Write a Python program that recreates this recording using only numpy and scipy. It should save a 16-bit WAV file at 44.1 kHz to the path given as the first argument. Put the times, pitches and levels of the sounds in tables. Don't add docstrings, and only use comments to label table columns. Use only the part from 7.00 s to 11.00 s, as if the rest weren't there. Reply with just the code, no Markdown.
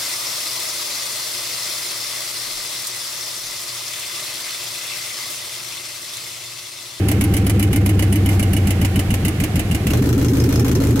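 import sys
import numpy as np
from scipy import signal
from scipy.fft import rfft, irfft
from scipy.io import wavfile
from scipy.ndimage import uniform_filter1d, minimum_filter1d

SR = 44100
rng = np.random.default_rng(int(sys.argv[2]) if len(sys.argv) > 2 else 0)


def inscribe(sig):
    pcm = np.round(np.clip(np.atleast_2d(sig).T, -1, 1) * 32767)
    wavfile.write(sys.argv[1], SR, pcm.astype(np.int16))


N = 176400
TIME = np.arange(N) / SR

# late_ms, strength_db, puff_corner_hz
FAST_FIRINGS = [(-0.7, 7.5, 355), (-3.5, 0.5, 490), (-2, 6, 530), (-3, 18, 274), (-6, 9.5, 610),
                (-1.5, 8.5, 470), (-1.5, 20, 543), (-3, 18, 217)]
SLOW_FIRINGS = [(-3, 20, 162), (-4.5, 20, 200), (-4.5, -2, 940), (-3, 4, 300), (-9, -20, 190),
                (-6.5, 12, 380), (-3, -13.5, 140), (-4.5, 12, 210)]
SIDE_FIRINGS = [(-1.33, 21.2, 175), (-1.62, 29, 128), (-0.22, 4.7, 346), (0, 19.3, 196), (-0.29, 21, 222),
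                (1, 21.2, 95), (-1.2, 14.3, 270), (-1.36, 24.7, 146)]
PIPE_OF_CYLINDER = [0, 1, 1, 0, 1, 0, 0, 1]
# pitch_hz, width_hz, gain_db
REAR_PIPE_A = [(92, 29, -9.5), (97.35, 11.4, 3), (201.2, 9.7, -6.5), (480, 68, -15.5)]
REAR_PIPE_B = [(70.4, 17.8, -6), (128.4, 61, -9), (307.2, 13.2, -2.5)]
SIDE_PIPE_A = [(74.7, 18.8, 0), (87.3, 55.6, -1.5), (261.3, 5, 6), (442, 55, 2.5)]
SIDE_PIPE_B = [(113, 21, -10.5), (277.7, 20.7, 10)]
# time_s, load_fraction, throb_gain_db
LOAD = [(0, 0.15, -60.5), (0.701, 0.03, -58), (1.3, 0.3, -57.5), (1.75, 0.65, -56.5), (2.25, 0.73, -59),
        (3.001, 1, -59.5)]
# start_cycles, length_cycles, from_hz, to_hz, level_db
FAST_CHUGS = [(-.28, 0.543, 159.5, 238.7, -19), (-.1, 0.648, 225, 360, -18), (.46, .58, 220, 425, -20),
              (.3, 0.532, 365, 530, -28.5)]
SLOW_CHUGS = [(-.26, 0.582, 98.1, 276.8, -13.5), (-.04, 0.506, 225.6, 351.3, -19.5)]
SIDE_CHUGS = [(-0.2027, 0.817, 84.5, 145.6, -13), (0, .58, 205, 455, -17.5), (-.24, 0.483, 260, 460, -20),
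              (0.33, 0.386, 168.4, 287, -18)]
# frequency_hz, relative_db
RASP_COLOUR = [(200, 2), (450, 2.5), (570, -22), (700, -3.5), (1000, -9), (1500, -17), (3000, -25),
               (9000, -37)]
REAR_WASH_COLOUR = [(290, -59), (500, 3.5), (773, 3.5), (880, -4), (1380, -1.5), (2930, -4), (3250, -7),
                    (5240, -12), (9920, -16), (12500, -15), (16000, -36)]
SIDE_WASH_COLOUR = [(290, -6), (500, 3.5), (553, -23), (1180, -18.5), (1440, -14), (3200, -21.5),
                    (12000, -27.5), (16000, -27)]
RUMBLE_COLOUR = [(20, -22), (38, 5), (90, -10), (160, -4.5), (300, -3.5), (450, -9.5), (600, -31),
                 (1200, -40.5)]
SPIT_COLOUR = [(600, 7), (1400, -3), (2100, 5.5), (2900, 2), (3700, -4), (6000, -1.5), (7800, 0),
               (8800, -2), (9400, 1.5), (10300, -7), (11300, 0), (12300, -1.5), (13500, -1.5), (16000, -10)]
TICK_COLOUR = [(600, 7.5), (1500, -2.5), (3000, -5.5), (4200, -6.5), (5300, -6.5), (6500, -4.5), (7700, -7),
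               (8800, -8), (10500, -9), (12400, -3), (16000, -18)]
# start_s, level_db
FIRST_SPITS = [(0.0844, -20), (0.2095, -19.5), (0.3379, -22), (0.4656, -23.5), (0.595, -23.5), (0.729, -22),
               (0.86, -23.5), (0.992, -22.5), (1.1251, -24), (1.259, -26), (1.3942, -23), (1.532, -25),
               (1.6701, -20.5), (1.8133, -22), (1.9575, -24.5), (2.104, -21.5), (2.249, -19), (2.3996, -19),
               (2.5559, -21.5), (2.7116, -23.5), (2.8678, -20.5)]
SECOND_SPITS = [(0.114, -21.5), (0.239, -27), (0.366, -20), (0.4956, -20), (0.6263, -21), (0.7597, -23.5),
                (0.8914, -25), (1.0234, -21), (1.1568, -25.5), (1.289, -26), (1.4267, -23.5), (1.5647, -23),
                (1.7049, -21), (1.8473, -20.5), (1.992, -21), (2.139, -21.5), (2.2813, -24.5),
                (2.4367, -19.5), (2.593, -21), (2.7463, -21.5), (2.9055, -25)]
# pitch_hz, fast_idle_db, slow_idle_db, t60_s
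MANIFOLD_MODES = [(2080, -32, -39, 0.12), (2264, -30, -41, 0.074), (2760, -48, -21, 0.061),
                  (2970, -25.5, -25.5, 0.053), (8740, -28.5, -32, 0.06), (9880, -21.5, -26, 0.036),
                  (10440, -20, -34, 0.043), (12280, -22.5, -32, 0.038)]
# start_cycles, relative_db
VALVE_TICKS = [(0, 5), (.24, 2), (.37, -8), (0.562, 3), (.68, -4), (.79, 1.5), (.87, -1), (.11, -5)]
# start_s, level_db
VALVE_TAPS = [(3.2455, -31), (3.2836, -19), (3.3811, -28), (3.4, -15), (3.4381, -20), (3.5574, -11),
              (3.5945, -21), (3.752, -17)]
# pitch_hz, relative_db, t60_s
VALVE_MODES = [(5280, -5, 0.02), (6330, -11.5, 0.028), (7150, -26, .03)]
# frequency_hz, left_minus_right_db
PAN = [(100, 1), (300, -2), (640, 1), (1400, -4), (2200, -9.5), (3100, -5), (6000, -0.5), (15000, 2.5)]
# frequency_hz, left_right_correlation
LIKENESS = [(40, .998), (110, 0.97), (300, 0.74), (550, 0.94), (1000, 0.42), (2200, -0.005), (5000, -0.14),
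            (10000, 0.22)]
# frequency_hz, t60_s
ROOM_DECAY = [(200, 0.15), (2000, 0.18), (6000, 0.11), (14000, 0.057)]

SIDE_START_S, SIDE_CYCLE_S = 2.778, 0.1559
DISSOLVE_S, DISSOLVE_LENGTH_S = 2.82, 0.3
EXHAUST_WET_DB, SPIT_WET_DB = -24.5, -10.5


def amp(db):
    return 10 ** (np.asarray(db) / 20)


def unit(x):
    return x / np.sqrt(np.mean(x ** 2) + 1e-20)


def curve_at(points, hz):
    frequencies, values = np.transpose(points)
    return np.interp(np.log(hz + 1), np.log(frequencies), values)


def add(mix, start_s, sound):
    i = round(start_s * SR)
    part = mix[max(i, 0):max(i + len(sound), 0)]
    part += sound[max(-i, 0):][:len(part)]


def noise(colour, envelope=1., pan_depth=1.):
    hz = np.fft.rfftfreq(N, 1 / SR)
    left, independent = rfft(rng.standard_normal((2, N)) * envelope)
    likeness = np.clip(curve_at(LIKENESS, hz), -1, 1)
    right = likeness * left + np.sqrt(1 - likeness ** 2) * independent
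    pair = np.array([left, right]) * amp(np.outer([.5, -.5], pan_depth * curve_at(PAN, hz)))
    return irfft(pair * unit(amp(curve_at(colour, hz))), N)


def bursts(events, rise_s, fall_s):
    t, power = np.arange(SR // 16) / SR, np.zeros(N)
    shape = np.minimum(t / rise_s, 1) * np.exp(-np.maximum(t - rise_s, 0) / fall_s)
    for start_s, db in events:
        add(power, start_s, (amp(db) * shape) ** 2)
    return np.sqrt(power)


def exhaust_throb(starts, cycles, pipes, jitter_ms=0.29, scatter_db=0.37, band_hz=(27.5, 484)):
    t, banks, firings = np.arange(SR // 40) / SR, np.zeros((2, N)), []
    for start, end, cylinders in zip(starts, starts[1:], cycles):
        for i, (late_ms, db, corner_hz) in enumerate(cylinders):
            due_s = start + (end - start) * i / len(PIPE_OF_CYLINDER)
            fire_s = due_s + (late_ms + jitter_ms * rng.normal()) / 1000
            db = db + scatter_db * rng.normal()
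            omega = 2 * np.pi * corner_hz
            puff = omega * (omega * t) ** 3 * np.exp(-omega * t) / 6
            add(banks[PIPE_OF_CYLINDER[i]], fire_s, amp(db) * puff)
            firings.append((fire_s, db))
    throb = np.zeros(N)
    for puffs, pipe in zip(banks, pipes):
        for k, (hz, width_hz, db) in enumerate(pipe):
            resonance = signal.lfilter(*signal.iirpeak(hz, hz / width_hz, SR), puffs)
            throb += (-1) ** k * amp(db) * resonance
    return signal.sosfilt(signal.butter(2, band_hz, "band", fs=SR, output="sos"), throb), firings


def chugs(starts, table, cycle_gains, detune=0.016):
    out = np.zeros(N)
    for start, end, gain in zip(starts, starts[1:], cycle_gains):
        for place, length, from_hz, to_hz, db in table:
            progress = np.linspace(0, 1, int(length * (end - start) * SR))
            hz = (from_hz + (to_hz - from_hz) * progress) * (1 + detune * rng.normal())
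            chug = np.sin(np.pi * progress) * np.sin(2 * np.pi * np.cumsum(hz) / SR)
            add(out, start + place * (end - start), gain * amp(db) * chug)
    return out


def gas_rasp(firings, level_db=-38.5):
    rushes = [(start_s, db / 2) for start_s, db in firings]
    return amp(level_db) * noise(RASP_COLOUR, unit(bursts(rushes, rise_s=0.0028, fall_s=0.013)))


def mechanical_wash(colour, level_db, pan_depth=1.):
    return amp(level_db) * noise(colour, pan_depth=pan_depth)


def belt_whine(pitch_hz=783, waver_hz=4, start_db=-41.5, fade_db_per_s=2.5):
    waver = unit(uniform_filter1d(rng.standard_normal(N), size=4000))
    tone = np.sqrt(2) * np.sin(2 * np.pi * np.cumsum(pitch_hz + waver_hz * waver) / SR)
    return amp(start_db - fade_db_per_s * TIME) * tone


def rumble(level_db=-28.5):
    return amp(level_db) * noise(RUMBLE_COLOUR, pan_depth=0)


def metal_ring(hits, scatter_db=2.5, detune=0.0154, attack_s=0.00045):
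    t, out = np.arange(SR // 10) / SR, np.zeros((2, N))
    for start_s, modes in hits:
        for hz, db, t60_s in modes:
            envelope = amp(db + scatter_db * rng.normal() - 60 * t / t60_s) * np.minimum(t / attack_s, 1)
            turns = hz * (1 + detune * rng.normal()) * t
            for channel, side in zip(out, (.5, -.5)):
                tone = np.sin(2 * np.pi * (turns + rng.random()))
                add(channel, start_s, amp(side * curve_at(PAN, hz)) * envelope * tone)
    return out


def manifold_spits(first_gain_db=1, second_gain_db=1.5):
    first = amp(first_gain_db) * bursts(FIRST_SPITS, rise_s=0.003, fall_s=0.0091)
    second = amp(second_gain_db) * bursts(SECOND_SPITS, rise_s=0.0025, fall_s=0.009)
    times_s, loads, _ = np.transpose(LOAD)
    hits = []
    for start_s, _ in [*FIRST_SPITS, *SECOND_SPITS]:
        load = np.interp(start_s, times_s, loads)
        modes = [(hz, fast_db + (slow_db - fast_db) * load, t60_s)
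                 for hz, fast_db, slow_db, t60_s in MANIFOLD_MODES]
        hits.append((start_s, modes))
    return noise(SPIT_COLOUR, first + second) + metal_ring(hits)


def scrape(peak_s=1.33, width_s=0.035, level_db=-29.5):
    return noise(TICK_COLOUR, amp(level_db) * np.exp(-((TIME - peak_s) / width_s) ** 2))


def valve_clatter(starts, tick_db=-23, scatter_db=2):
    ticks = [(start + place * SIDE_CYCLE_S, tick_db + db + scatter_db * rng.normal())
             for start in starts for place, db in VALVE_TICKS]
    clicks = noise(TICK_COLOUR, bursts(ticks, rise_s=0.0015, fall_s=0.0044), pan_depth=0.061)
    taps = [(start_s, [(hz, tap_db + db, t60_s) for hz, db, t60_s in VALVE_MODES])
            for start_s, tap_db in VALVE_TAPS]
    return clicks + metal_ring(taps)


def workshop_reverb(send):
    hz, t, spectrum = signal.stft(rng.standard_normal((2, SR // 2)), SR, nperseg=256)
    tail = signal.istft(spectrum * amp(-60 * t / curve_at(ROOM_DECAY, hz)[:, None]), SR)[1]
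    return signal.fftconvolve(np.atleast_2d(send), tail / np.linalg.norm(tail[0]), axes=1)[:, :N]


def from_behind():
    spit_s = np.array(FIRST_SPITS)[:, 0]
    lead_in = spit_s[0] - (spit_s[1] - spit_s[0]) * np.array([2, 1])
    run_out = spit_s[-1] + (spit_s[-1] - spit_s[-2]) * np.array([1, 2])
    starts = np.r_[lead_in, spit_s, run_out]
    times_s, loads, gain_db = np.transpose(LOAD)
    slowness = np.clip(np.interp(starts, times_s, loads), 0, 1)
    cycles = [np.array(FAST_FIRINGS) * (1 - slow) + np.array(SLOW_FIRINGS) * slow for slow in slowness]
    throb, firings = exhaust_throb(starts, cycles, [REAR_PIPE_A, REAR_PIPE_B])
    throb *= amp(np.interp(TIME, times_s, gain_db))
    throb += chugs(starts, FAST_CHUGS, 1 - slowness) + chugs(starts, SLOW_CHUGS, slowness)
    spits = manifold_spits()
    reverb = workshop_reverb(amp(EXHAUST_WET_DB) * throb + amp(SPIT_WET_DB) * spits)
    rasp = gas_rasp(firings)
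    wash = mechanical_wash(REAR_WASH_COLOUR, level_db=-34)
    return throb + spits + reverb + rasp + wash + belt_whine() + scrape()


def from_the_side(throb_gain_db=-61):
    starts = SIDE_START_S + SIDE_CYCLE_S * np.arange(10)
    throb, firings = exhaust_throb(starts, [SIDE_FIRINGS] * len(starts), [SIDE_PIPE_A, SIDE_PIPE_B])
    throb = amp(throb_gain_db) * throb + chugs(starts, SIDE_CHUGS, np.ones(len(starts)))
    clatter = valve_clatter(starts)
    reverb = workshop_reverb(amp(EXHAUST_WET_DB) * throb + clatter)
    rasp = gas_rasp(firings)
    wash = mechanical_wash(SIDE_WASH_COLOUR, level_db=-29.5, pan_depth=0.13)
    return throb + clatter + reverb + rasp + wash


def scene():
    dissolve = np.clip((TIME - DISSOLVE_S) / DISSOLVE_LENGTH_S, 0, 1)
    return np.sqrt(1 - dissolve) * from_behind() + np.sqrt(dissolve) * from_the_side() + rumble()


def record(dry, ceiling=0.45, top_hz=15900):
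    gain = np.minimum(1, ceiling / (abs(dry).max(0) + 1e-9))
    gain = uniform_filter1d(minimum_filter1d(gain, size=400), size=400)
    low_pass = signal.firwin(511, top_hz, window=("kaiser", 9), fs=SR)
    return signal.oaconvolve(dry * gain, low_pass[None], "same")


dry = scene()
out = record(dry)
inscribe(out)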